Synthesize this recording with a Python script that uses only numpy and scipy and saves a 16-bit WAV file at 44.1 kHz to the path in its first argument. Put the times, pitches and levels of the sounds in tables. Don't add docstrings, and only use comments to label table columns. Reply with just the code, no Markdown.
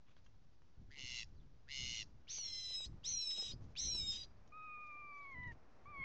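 import sys
import numpy as np
from scipy import signal
from scipy.fft import rfft, irfft, next_fast_len
from scipy.io import wavfile
from scipy.ndimage import uniform_filter1d

SR = 44100
rng = np.random.default_rng(int(sys.argv[2]) if len(sys.argv) > 2 else 0)


def unload_wav(signal):
    wavfile.write(
        sys.argv[1],
        SR,
        np.round(np.clip(np.atleast_2d(signal).T, -1, 1) * 32767).astype(np.int16),
    )


def undo_db(level):
    steps = np.asarray(level, float) / 20
    return 10 ** steps


N = 266364


def evened(x):
    return x / np.sqrt(np.mean(x ** 2) + 1e-20)


def white(count):
    return rng.standard_normal(size=N if count > SR else SR + 1)[:count]


def drift(count, hz):
    low_pass = signal.butter(2, min(hz, 9000), fs=SR)
    return evened(signal.lfilter(*low_pass, white(count)))


def shape(x, points):
    f, db = np.transpose(points)
    size = next_fast_len(len(x))
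    hz = np.fft.rfftfreq(size, 1 / SR)
    gain = undo_db(np.interp(np.log(hz + 1), np.log(f + 1), db))
    return irfft(rfft(x, size) * gain, size)[:len(x)]


def curves(rows, t=None):
    s, *columns = np.transpose(rows)
    t = np.arange(s[0], s[-1], 1 / SR) if t is None else t
    return t, [np.interp(t, s, c) for c in columns]


def add(mix, s, sound):
    part = mix[round(s * SR):][:len(sound)]
    part += sound[:len(part)]


# (time [s], effort [dB])
BUZZ_EFFORTS = [
    [(0.895, -89), (0.913, -63), (0.955, -61.5), (0.987, -53), (1.195, -47), (1.232, -52.5), (1.262, -109)],
    [(1.67, -79), (1.688, -59), (1.716, -49.5), (1.774, -46.5), (2.008, -47), (2.028, -51.5), (2.047, -100)],
]
# (early pitch [Hz], late pitch [Hz], early level [dB], late level [dB])
THROAT_BANDS = [
    [(2104, 2040, -5.5, -7.5), (2843, 2710, 0, -3), (3500, 3370, -15.5, -13), (4200, 3960, -8, -9),
     (4780, 4630, -21, -6), (5410, 5550, -12.5, -14), (6260, 6450, -9, -26), (7000, 7000, -14.5, -21)],
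    [(2140, 2110, -2, -9.5), (2894, 2890, 1.5, -2), (3670, 3640, -9.5, -12.5), (4215, 4260, -5.5, -8),
     (5140, 4900, -7, -21), (5800, 5630, -16.5, -3), (6430, 6420, -9, -15.5), (7160, 7040, -14, -16.5)],
]
# (time [s], throbs so far [count])
THROB_COUNTS = [
    [(.888, -1.5), (.9019, .47), (.9582, 8.47), (1.0019, 14.47), (1.0481, 20.47), (1.1284, 30.47),
     (1.187, 37.47), (1.268, 46.47)],
    [(1.668, -1.5), (1.6819, .47), (1.7455, 9.47), (1.7906, 15.47), (1.871, 25.47), (1.9547, 35.47),
     (2.0095, 41.47), (2.058, 46.47)],
]
# (loss [dB], over [s])
BAND_ENTRIES = [(19.5, 0.067), (6, 0.07)]
ENTRY_SHARES = [0, 1.4, 1.2, 0.43, 0.93, 1.5, 1.5, 1.1]
SHORTER_PER_DB = 0.5


def buzz(efforts, throat, throbs, entry):
    t, (effort_db,) = curves(efforts)
    weak_db = effort_db - effort_db.max()
    turns = 2 + curves(throbs, t)[1][0] + .03 * drift(len(t), 40)
    turns = np.maximum.accumulate(turns)
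    throb, phase = turns.astype(int), turns % 1
    sharpness = 1.5 + SHORTER_PER_DB * np.minimum(-weak_db, 20)
    opening = 0.33 * np.sin(np.pi * phase) ** 1.1 + np.sin(np.pi * phase ** 0.86) ** sharpness
    late = np.clip((t - t[0] - .12) / 0.36, 0, 1)
    slide = 0.47 * np.exp((t[0] - t) / 0.014) + 0.25 * np.exp((t - t[-1]) / 0.018)
    chirp_hz = 80 * np.cos(np.pi * phase)
    entry_db = entry[0] * np.exp(-((t - t[0]) / entry[1]) ** 3.0)
    tone = 0
    for k, (early_hz, late_hz, early_db, late_db) in enumerate(throat):
        chance = rng.standard_normal(size=(80, 3))[throb].T
        detune = 1 - slide / (1 + 0.24 * k) + 0.0025 * np.sqrt(k) * chance[2]
        hz = (early_hz + late * (late_hz - early_hz)) * detune + chirp_hz
        steps = np.cumsum(hz) / SR
        since = steps - steps[np.searchsorted(throb, throb)]
        db = early_db + late * (late_db - early_db) + 0.38 * np.sqrt(k) * weak_db
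        db = db + 0.33 * (1 + np.sqrt(k)) * chance[1] - ENTRY_SHARES[k] * entry_db
        start = .8 * k ** 2 + 0.22 * (1 + k) * chance[0]
        tone = tone + undo_db(db) * np.sin(2 * np.pi * since + start)
    air_band = [(700, -1.5), (1700, -13.5), (2500, 4.0), (3500, 2.5),
                (5000, -1.5), (7000, -8.5), (8000, -5.5), (8100, -68)]
    air = undo_db(-7 + 0.61 * weak_db) * evened(shape(white(len(t)), air_band))
    sound = shape(opening * (tone + air), [(600, -17.5), (1500, -6.0), (8000, 1.0)])
    treble = shape(sound, [(4600, -36), (5200, -8)])
    sound = sound - (1 - undo_db(-1.5 * entry_db)) * treble
    return t[0], undo_db(effort_db) * sound / np.sqrt(uniform_filter1d(sound ** 2, size=1500))


# (time [s], pitch [Hz], level [dB])
LOWER_VOICES = [
    [(2.276, 2494, -65.5), (2.3, 4120, -55), (2.34, 4410, -60.5), (2.39, 4410, -55.5), (2.49, 4135, -52.5),
     (2.63, 4033, -50.5), (2.85, 3808, -48.5), (2.864, 4290, -62), (2.878, 5130, -86)],
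    [(3.037, 2903, -64), (3.05, 3714, -48.5), (3.07, 4150, -52.5), (3.11, 4200, -53), (3.22, 4035, -47),
     (3.27, 3880, -49.5), (3.4, 3815, -49), (3.512, 3788, -52), (3.542, 4840, -73)],
    [(3.76, 2310, -53.5), (3.775, 3457, -50), (3.792, 4000, -49.5), (3.87, 4070, -50.5), (3.95, 4000, -47),
     (4.01, 3788, -48.5), (4.11, 3685, -46), (4.238, 3680, -58.5), (4.254, 4070, -70)],
]
# (time [s], pitch [Hz])
UPPER_VOICES = [
    [(2.278, 3214), (2.294, 5263), (2.312, 6160), (2.37, 6136), (2.44, 5592), (2.53, 5294), (2.66, 5212),
     (2.785, 5127), (2.83, 5005)],
    [(3.04, 4600), (3.062, 5470), (3.09, 6220), (3.16, 5735), (3.22, 5464), (3.285, 5268), (3.41, 5140),
     (3.485, 5054), (3.54, 4970)],
    [(3.757, 3050), (3.775, 4500), (3.79, 5530), (3.815, 6080), (3.878, 5793), (3.92, 5560), (3.985, 5265),
     (4.105, 5130), (4.26, 4730)],
]
# (level [dB], tires from [s], loss [dB], over [s])
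UPPER_SWELLS = [(-49, 2.802, 18.5, 0.054), (-44, 3.394, 18, 0.14), (-45, 4.115, 10, .01)]
# (one trough at [s], settles after [s], depth share [1])
OPENING_SHAKES = [(2.353, 0.09, 1.7), (3.092, 0.078, 0.99), (3.8396, .108, 1.2)]
# (rate [1/s], slowing [1/s per s], share felt by the lower voice [1])
PACES = [(86.8, 18, .7), (86, 24, .15), (91.4, 230, 0.059)]
BEAK_HZ, BEAK_WIDTH_HZ, OCTAVE_DB, OCTAVE_EFFORT = 7700, 150, -10, 2.65
UNDER = .505


def squeal(lower, upper, swell, shaking, pace):
    t, (low_hz, low_db) = curves(lower)
    count = len(t)
    low_hz = low_hz + stepped(t)
    up_hz = curves(upper, t)[1][0]
    up_db = upper_level(t, upper[0][0], swell)
    beak_loss_db = 10 * np.log10(1 + ((2 * low_hz - BEAK_HZ) / BEAK_WIDTH_HZ) ** 2)
    octave_db = OCTAVE_DB - 49.5 + OCTAVE_EFFORT * (low_db + 51.0) - beak_loss_db
    depth_hz, under_db, rough = unrest(t, *shaking[1:])

    rate_hz = np.maximum(pace[0] - pace[1] * (t - shaking[0]), 60)
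    turns = np.cumsum(rate_hz + 2.1 * drift(count, 30)) / SR
    turns = turns - np.interp(shaking[0], t, turns)
    dips_hz = depth_hz * (.27 - np.cos(np.pi * turns) ** 8)
    saw = signal.sawtooth(2 * np.pi * turns, .8)
    shake_hz = depth_hz * (.67 - (1 - saw) ** 2 / 2)

    low_hz_shaken = low_hz + pace[2] * shake_hz + 1.06 * dips_hz
    low = 2 * np.pi * np.cumsum(low_hz_shaken + (5 + 170 * rough ** 2) * drift(count, 150)) / SR
    up = 2 * np.pi * np.cumsum(up_hz + shake_hz + (8 + 50 * rough ** 2) * drift(count, 130)) / SR
    under_hz = UNDER * (low_hz + .8 * shake_hz) + 180 * rough ** 2 * drift(count, 110)
    under = 2 * np.pi * np.cumsum(under_hz) / SR

    low_wobble_db = (0.5 + 2.3 * rough) * drift(count, 100)
    sound = undo_db(low_db + 0.0031 * shake_hz + low_wobble_db) * np.sin(low)
    sound += undo_db(up_db + 0.98 * drift(count, 80)) * np.sin(up)
    sound += undo_db(octave_db + 6.5 - 0.049 * dips_hz) * np.sin(2 * low + rough * drift(count, 300))
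    drive_db = 0.73 * low_db + 0.31 * np.maximum(up_db, low_db - 2.5)
    drive_db = uniform_filter1d(drive_db, size=600)
    sound += mixed_tones(t, (low, up, under), drive_db, under_db, rough, shake_hz)
    sound += torn_air(drive_db, rough)
    return t[0], np.sqrt(2) * sound * signal.windows.tukey(count, .012)


# (time [s], half width [s], depth [dB])
UPPER_BREAKS = [(2.36, 0.26, 0.5), (2.505, 0.017, 9), (2.615, 0.013, 12.5), (2.655, 0.029, 5),
                (2.68, 0.0028, 14), (2.724, 0.0085, 18), (2.801, 0.0049, 16), (2.82, 0.0039, 4),
                (3.208, 0.0032, 19), (3.249, 0.0055, 29), (3.29, 0.049, 1.5), (3.354, 0.033, 7.5),
                (3.442, 0.0097, 8), (3.944, 0.0028, 5), (3.97, 0.0038, 8), (4.045, 0.024, 14),
                (4.068, 0.0054, 0.5)]
ATTACK_S, ATTACK_DB, RELEASE_S, RELEASE_DB = 0.028, 22.5, 0.016, 28


def upper_level(t, start_s, swell):
    hold_db, tires_s, loss_db, over_s = swell
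    db = hold_db - loss_db * np.clip((t - tires_s) / over_s, 0, 1)
    db = db - RELEASE_DB * np.maximum(1 - (t[-1] - t) / RELEASE_S, 0)
    db = db - ATTACK_DB * np.clip(1 - (t - start_s) / ATTACK_S, 0, 1)
    return db - sum(depth * np.exp(-((t - s) / width) ** 2) for s, width, depth in UPPER_BREAKS)


MIXED_TONES = [(2, -1, 0), (-2, 2, 0), (3, -1, 0), (-1, 2, 0), (0, 0, 1), (1, 0, 1), (0, 1, -1), (0, 1, 1),
               (2, -1, 1), (-1, 1, 0)]
MIXED_LEVELS_DB = [-20, -20, -19.5, -20, -3, 3.5, 0, 0.5, -12, -34.5]
# (from [s], to [s], gain led by the lower [dB], gain led by the upper [dB])
COUPLINGS = [(2.287, 2.395, 7, -2), (2.395, 2.44, 9, 1), (2.77, 2.85, 0, -3), (3.13, 3.287, 2.5, -3.5),
             (3.33, 3.55, -5.5, 1.5), (3.79, 3.88, 0.5, 2), (3.878, 4.05, 2, 1), (4.07, 4.124, -10, -2),
             (4.125, 4.182, -8, 8.5), (4.18, 4.302, -11, 5)]
STEAL = 0.37


def mixed_tones(t, voices, drive_db, under_db, rough, shake_hz):
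    low, up, under = voices
    grips_db = sum(np.outer(db, (t >= on) * (t < off)) * 1. for on, off, *db in COUPLINGS)
    low_grip_db, up_grip_db = uniform_filter1d(grips_db, size=900, axis=1)
    sound = 0
    for (m, n, u), db in zip(MIXED_TONES, MIXED_LEVELS_DB):
        level_db = drive_db + db + 0.01 * shake_hz + 1.8 * drift(len(t), 44)
        if u:
            level_db = level_db + under_db
        elif m + n == 0:
            level_db = level_db + STEAL * (CALM_UNDER_DB - under_db)
        if m > 1 > u or m == n:
            level_db = level_db + low_grip_db
        if m + u < 0:
            level_db = level_db + up_grip_db
        jitter = 2.4 * rough ** 1.5 * drift(len(t), 330)
        sound = sound + undo_db(level_db) * np.sin(m * low + n * up + u * under + jitter)
    return sound


def torn_air(drive_db, rough):
    count = len(rough)
    air = shape(white(count), [(1700, -25.0), (2500, 3.5), (3300, 15.5), (4300, 4.5),
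                               (4750, -5), (5300, 4.5), (5900, 10), (8000, -11.5)])
    flicker = undo_db(3 * drift(count, 250))
    return undo_db(drive_db - 1.5) * rough ** 1.07 * evened(air) * flicker


# (from [s], to [s], roughness [0-1], undertone [dB])
UNREST_SPELLS = [(2.26, 2.395, 0.47, -17), (2.395, 2.438, 0.22, -28), (2.439, 2.5, 0.4, -12.5),
                 (2.494, 2.668, 0.2, -12), (2.673, 2.768, 0.26, -17), (2.844, 2.858, 0.3, -12.5),
                 (3.02, 3.133, 0.28, -20), (3.305, 3.325, 0.48, -16.5), (3.318, 3.362, 0.26, -22),
                 (3.362, 3.386, 0.4, -22.5), (3.393, 3.42, .2, -19.5), (3.42, 3.528, 0.52, -15),
                 (3.74, 3.89, 0.23, -25.5), (4.088, 4.124, .17, -24), (4.123, 4.179, 0.48, -15),
                 (4.179, 4.24, 0.38, -22)]
CALM_ROUGH, CALM_UNDER_DB, BLEND_S = 0.11, -38.5, 0.014
SHAKE_HZ, SHAKE_GAIN_HZ, CALM_HZ, SETTLE_S = 168, 176, 24.32, 0.016
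SHAKE_ONSET_S = .035
CRACK_S, CRACK_ROUGH, CRACK_UNDER_DB = 0.021, 0.75, -28


def unrest(t, shake_s, share):
    since, cracked = t - t[0], t > t[-1] - CRACK_S
    onset = np.minimum(since / SHAKE_ONSET_S, 1) ** 2
    deepening_hz = SHAKE_HZ + SHAKE_GAIN_HZ * np.minimum(since / shake_s, 1)
    settling = np.exp(np.minimum(shake_s - since, 0) / SETTLE_S)
    depth_hz = CALM_HZ + share * onset * deepening_hz * settling
    rough = np.full(len(t), CALM_ROUGH)
    under_db = np.full(len(t), float(CALM_UNDER_DB))
    for from_s, to_s, spell_rough, db in UNREST_SPELLS:
        inside = (t >= from_s) & (t < to_s)
        rough[inside], under_db[inside] = spell_rough, db
    rough[cracked], under_db[cracked] = CRACK_ROUGH, CRACK_UNDER_DB
    state = [depth_hz, under_db, np.maximum(rough, 0)]
    return uniform_filter1d(state, size=round(BLEND_S * SR), axis=1)


# (from [s], to [s], step [Hz])
PITCH_STEPS = [
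    (2.692, 2.735, 65),
    (3.43, 3.495, 60),
    (4.124, 4.3, 55),
    (4.176, 4.3, 120),
    (5.35, 5.6, -42),
    (5.478, 5.6, -22),
]


def stepped(t):
    offset_hz = sum(hz * 1. * (t >= on) * (t < off) for on, off, hz in PITCH_STEPS)
    return uniform_filter1d(offset_hz, size=400)


# (time [s], pitch [Hz], level [dB])
FOLD_PIPS = [(2.27, 2310, -66), (3.032, 2820, -66), (3.752, 2380, -57.5)]


def pip(s, hz, db):
    t = np.arange(0, .006, 1 / SR)
    tone = np.sin(2 * np.pi * hz * t + 0.52 * drift(len(t), 1500))
    return s, undo_db(db + 3.5) * tone * np.hanning(len(t))


# (time [s], pitch [Hz], level [dB], pressure [dB])
WHISTLE_GLIDES = [
    [(4.52, 1246, -61.5, -4), (4.572, 1265, -53.5, -10.5), (4.732, 1231, -55.5, 0),
     (4.972, 1191, -56.5, -1.4), (5.206, 1150, -56.5, 0), (5.3, 1099, -60, 3.5), (5.352, 1037, -63.5, 10),
     (5.47, 1032, -62, 12), (5.53, 970, -66.5, 10.5)],
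    [(5.855, 1155, -58, -10), (5.903, 1202, -57.5, -9.5), (5.961, 1125, -55, -0.5),
     (6.022, 1072, -58, 12.5), (6.12, 1195, -64, 24)],
]
SCOOP_HZ, SCOOP_S, QUIVER_HZ, QUIVERS_PER_S, QUIVER_FROM_S = 50, 0.016, 7.8, 31, 0.56
THIRD_DB, THIRD_GAIN, FOURTH_DB, FOURTH_GAIN, STOP_S = -33, 1.51, -32.5, 0.81, 0.013
DIP_HZ, DIP_WIDTH_HZ, DIP_DB, TOP_HZ, TOP_LOSS_DB = 3540, 39, 10.5, 4650, 12


def whistle(rows):
    t, (hz, level_db, pressure_db) = curves(rows)
    count, since = len(t), t - t[0]
    quiver_depth_hz = QUIVER_HZ * np.clip((since - QUIVER_FROM_S) / 0.091, 0, 1)
    quiver_hz = quiver_depth_hz * np.sin(2 * np.pi * QUIVERS_PER_S * since + 0.27 * drift(count, 20.0))
    hz = hz - SCOOP_HZ * np.exp(-since / SCOOP_S) + quiver_hz + stepped(t)
    dip_db = DIP_DB * np.exp(-((3. * hz - DIP_HZ) / DIP_WIDTH_HZ) ** 2)
    third_db = THIRD_DB + THIRD_GAIN * np.maximum(pressure_db, 0) - dip_db
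    top_loss_db = TOP_LOSS_DB * np.clip((4 * hz - TOP_HZ) / 100, 0, 1)
    fourth_db = FOURTH_DB + FOURTH_GAIN * pressure_db - top_loss_db
    rasp = 0.019 + 0.25 * np.exp((t - t[-1]) / 0.01)
    turn = 2 * np.pi * np.cumsum(hz + 5 * drift(count, 10.8) + 3 * drift(count, 40)) / SR
    turn = turn + rasp * drift(count, 310)
    sound = 0
    for k, db in enumerate([0, pressure_db, third_db, fourth_db]):
        wobble_db = (.5 + 0.3 * k ** 2) * drift(count, 40)
        sound = sound + undo_db(level_db + db + wobble_db) * np.sin((k + 1) * turn)
    edges = np.minimum(since / 0.0027, 1) * np.minimum((t[-1] - t) / STOP_S, 1) ** 2
    return t[0], np.sqrt(2) * sound * edges


# (time [s], length [s], level [dB], brightness [Hz])
WING_FLAPS = [(0.037, 0.13, -78.5, 3500), (0.143, 0.071, -78, 4760), (0.23, 0.043, -83, 6500),
              (0.386, .02, -97, 5500), (4.471, 0.014, -78, 7000), (4.86, 0.022, -78, 7560),
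              (5.302, 0.036, -80.5, 7000), (5.71, 0.099, -84, 1520), (3.593, 0.088, -79.5, 7000),
              (3.682, 0.062, -82, 7000), (5.505, 0.038, -72, 2870), (4.879, 0.1, -82, 2200),
              (5.163, 0.04, -81, 6520), (5.189, 0.12, -80, 4500), (5.425, .02, -73, 4000),
              (5.468, .016, -80, 6500)]


def wing_flaps():
    out = np.zeros(N)
    for s, length_s, db, hz in WING_FLAPS:
        count = round(length_s * SR)
        band = [(hz / 4, -18), (0.22 * hz, 0), (hz, 0), (1.25 * hz, -18)]
        puff = evened(shape(white(count), band)) * undo_db(2 * drift(count, 200))
        add(out, s, undo_db(db) * puff * np.hanning(count))
    return out


# (time [s], peak [dB], ring [Hz], t60 [s])
CAGE_TAPS = [(.083, -69, 1090, 0.053), (.095, -73, 1250, 0.027), (0.094, -70, 2840, 0.022),
             (.182, -70, 1250, 0.022), (0.166, -58, 1540, 0.015), (0.264, -71, 1600, 0.048),
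             (0.262, -62.5, 3170, 0.031), (0.266, -65, 2750, 0.027), (0.345, -77, 895, .02),
             (0.619, -64, 880, 0.016), (2.243, -74, 670, 0.045), (2.382, -53, 840, 0.034),
             (2.383, -58, 1220, 0.025), (2.384, -58, 525, 0.037), (2.706, -56.5, 490, 0.033),
             (2.33, -63, 397, 0.04), (2.443, -63, 600, .025), (2.804, -53, 550, 0.026),
             (3.381, -53, 420, 0.035), (3.396, -54.5, 814, 0.073), (3.425, -50.5, 444, 0.037),
             (4.968, -63, 717, 0.044), (5.52, -60, 2190, .03)]


def cage_taps():
    out = np.zeros(N)
    t = np.arange(SR // 10) / SR
    for s, db, hz, t60_s in CAGE_TAPS:
        ring = np.sin(2 * np.pi * hz * t) + 0.3 * np.sin(2 * np.pi * 2.1 * hz * t)
        ring = ring + 0.2 * drift(len(t), 2700)
        contact = 2.17 * np.exp(-t / 0.0015) * drift(len(t), min(1.5 * hz, 1800))
        tap = undo_db(-60 * t / t60_s) * ring + contact
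        add(out, s, undo_db(db - 2.0) * np.minimum(t / 0.0012, 1) * tap)
    return out


# (time [s], length [s], from [Hz], to [Hz], level [dB])
FAR_NOTES = [(1.357, .018, 4750, 4450, -81), (1.372, .022, 4150, 3900, -80), (1.393, .026, 3650, 3380, -79),
             (1.43, .009, 3300, 3050, -84), (4.367, .009, 4650, 4400, -82), (1.58, .024, 5010, 5000, -89),
             (.545, .02, 5000, 4950, -89), (5.204, .026, 4000, 3800, -80), (5.224, .014, 5100, 4900, -83),
             (5.138, .03, 5600, 6150, -83), (5.188, .016, 6900, 6850, -84), (4.885, .04, 2050, 2000, -80)]


def far_bird():
    out = np.zeros(N)
    for s, length_s, from_hz, to_hz, db in FAR_NOTES:
        hz = np.linspace(from_hz, to_hz, round(length_s * SR))
        turn = 2 * np.pi * np.cumsum(hz) / SR + .7 * drift(len(hz), 250)
        add(out, s, undo_db(db) * np.sin(turn) * signal.windows.tukey(len(hz), .7))
    return out


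# (delay [s], level [dB])
YARD_ECHOES = [(.0072, -10), (0.013, -9.5), (0.017, -20.5)]


def yard(x):
    taps = np.zeros(SR // 4)
    for s, db in YARD_ECHOES:
        taps[round(s * SR)] = undo_db(db)
    t = np.arange(len(taps)) / SR
    tail = rng.standard_normal(len(t)) * undo_db(-60 * t / 0.27) * (t > .015)
    taps += undo_db(-23.0) * tail / np.linalg.norm(tail)
    bright = shape(x, [(1000, -23.5), (4000, -10.0), (5000, 3.0), (8000, -3.5)])
    return x + signal.oaconvolve(bright, taps)[:N]


# (frequency [Hz], gain [dB])
MIC_BAND = [(20, -4.5), (6600, 1), (7500, -12), (8000, -23), (8700, -29), (9200, -44)]
RATE_HZ = 16000


def sampled(x):
    mirror = 2 * x * np.cos(2 * np.pi * RATE_HZ * np.arange(N) / SR)
    return shape(x + undo_db(-1.0) * mirror, MIC_BAND)


# (time [s], half width [s], rumble [dB], roar [dB])
MIC_GUSTS = [(.39, 0.14, -75, -98), (.82, 0.04, -55.5, -94), (.89, 0.039, -62, -88.5),
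             (.99, 0.022, -69, -63), (1.047, 0.013, -51.5, -65.5), (1.13, 0.053, -65, -73),
             (1.382, 0.17, -61, -86), (1.84, 0.051, -53, -68), (1.91, 0.18, -61, -73),
             (2.15, 0.12, -66.5, -86), (2.58, 0.21, -69, -88.5), (2.91, 0.058, -51, -89.5),
             (2.98, 0.013, -61, -66), (3.1, .08, -59.5, -80.5), (3.392, 0.055, -82.5, -65.5),
             (3.535, 0.044, -50.5, -66), (3.64, 0.12, -54, -66.5), (3.853, 0.034, -50, -60.5),
             (3.938, 0.05, -52.5, -59.5), (4.05, 0.11, -54.5, -71), (4.25, .2, -67.5, -96.5),
             (5.38, 0.039, -53.5, -68.5), (5.47, 0.07, -53.5, -75.5), (5.89, 0.039, -67.5, -82.5),
             (6.004, 0.017, -48.5, -75)]
# (time [s], level [dB])
LEAF_BREEZE = [(0, -99), (.8, -91.5), (2.1, -82), (3, -77), (4.4, -75.5), (5.6, -73.5), (6.04, -69)]
# (frequency [Hz], density [dB per Hz])
RUMBLE_BAND = [(4.7, -27.5), (8.0, 5), (108, -1), (208, -12), (370, -21.5), (800, -46.5), (1040, -60.5),
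               (1760, -120)]
# (frequency [Hz], density [dB per Hz])
HISS_BAND = [(120, -28), (200, -3.5), (757, -10), (1260, -13), (2450, -19), (5760, -20), (6440, -24.5)]
LULL_DB, ROAR_OVER_BREEZE_DB = -71, 4


def wind():
    t, fine_t = np.arange(0, N + 64, 64) / SR, np.arange(N) / SR
    breeze_db = curves(LEAF_BREEZE, t)[1][0]
    s, width, *peaks_db = np.transpose(MIC_GUSTS)[:, :, None]
    bumps = np.exp(-((t - s) / width) ** 2)
    pushes = []
    for lull_db, db in zip([LULL_DB, breeze_db + ROAR_OVER_BREEZE_DB], peaks_db):
        push = undo_db(lull_db) + np.sqrt(((undo_db(db) * bumps) ** 2).sum(0))
        pushes.append(np.interp(fine_t, t, push))
    rumble_push, roar_push = pushes
    lumps = drift(N, 22.6)
    rumble = evened(shape(rng.standard_normal(N), RUMBLE_BAND) * undo_db(1.0 * lumps))
    roar_band = [(120, -16.5), (220, 3.5), (600, -6.0), (1500, -16.5), (3000, -45.5)]
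    roar = shape(rng.standard_normal(N), roar_band)
    roar = evened(roar * undo_db(2 * lumps + 2 * drift(N, 60)))
    hiss = shape(rng.standard_normal(N), HISS_BAND + [(7300, -30.0), (7900, -56.5), (9000, -76.0)])
    hiss = evened(hiss * undo_db(0.81 * drift(N, 18)))
    leaf_band = [(200, -5.0), (600, 0.5), (1200, -4.5), (2500, -14.0), (5000, -41.5)]
    leaves = evened(shape(white(N), leaf_band))
    leaves = leaves * undo_db(curves(LEAF_BREEZE, fine_t)[1][0] + 0.5 * drift(N, 23))
    return rumble_push * rumble + undo_db(-7.0) * roar_push * roar + undo_db(-79.0) * hiss + leaves


def scene():
    near = np.zeros(N)
    for parts in zip(BUZZ_EFFORTS, THROAT_BANDS, THROB_COUNTS, BAND_ENTRIES):
        add(near, *buzz(*parts))
    for voices in zip(LOWER_VOICES, UPPER_VOICES, UPPER_SWELLS, OPENING_SHAKES, PACES):
        add(near, *squeal(*voices))
    for row in FOLD_PIPS:
        add(near, *pip(*row))
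    for rows in WHISTLE_GLIDES:
        add(near, *whistle(rows))
    near += wing_flaps() + cage_taps() + far_bird()
    return np.array([sampled(yard(near)) + wind()])


def top_cut(x):
    return signal.sosfilt(signal.butter(12, 8990, fs=SR, output="sos"), x)


def record(dry):
    offset = -.0011
    return top_cut(dry + offset)


dry = scene()
out = record(dry)
unload_wav(out)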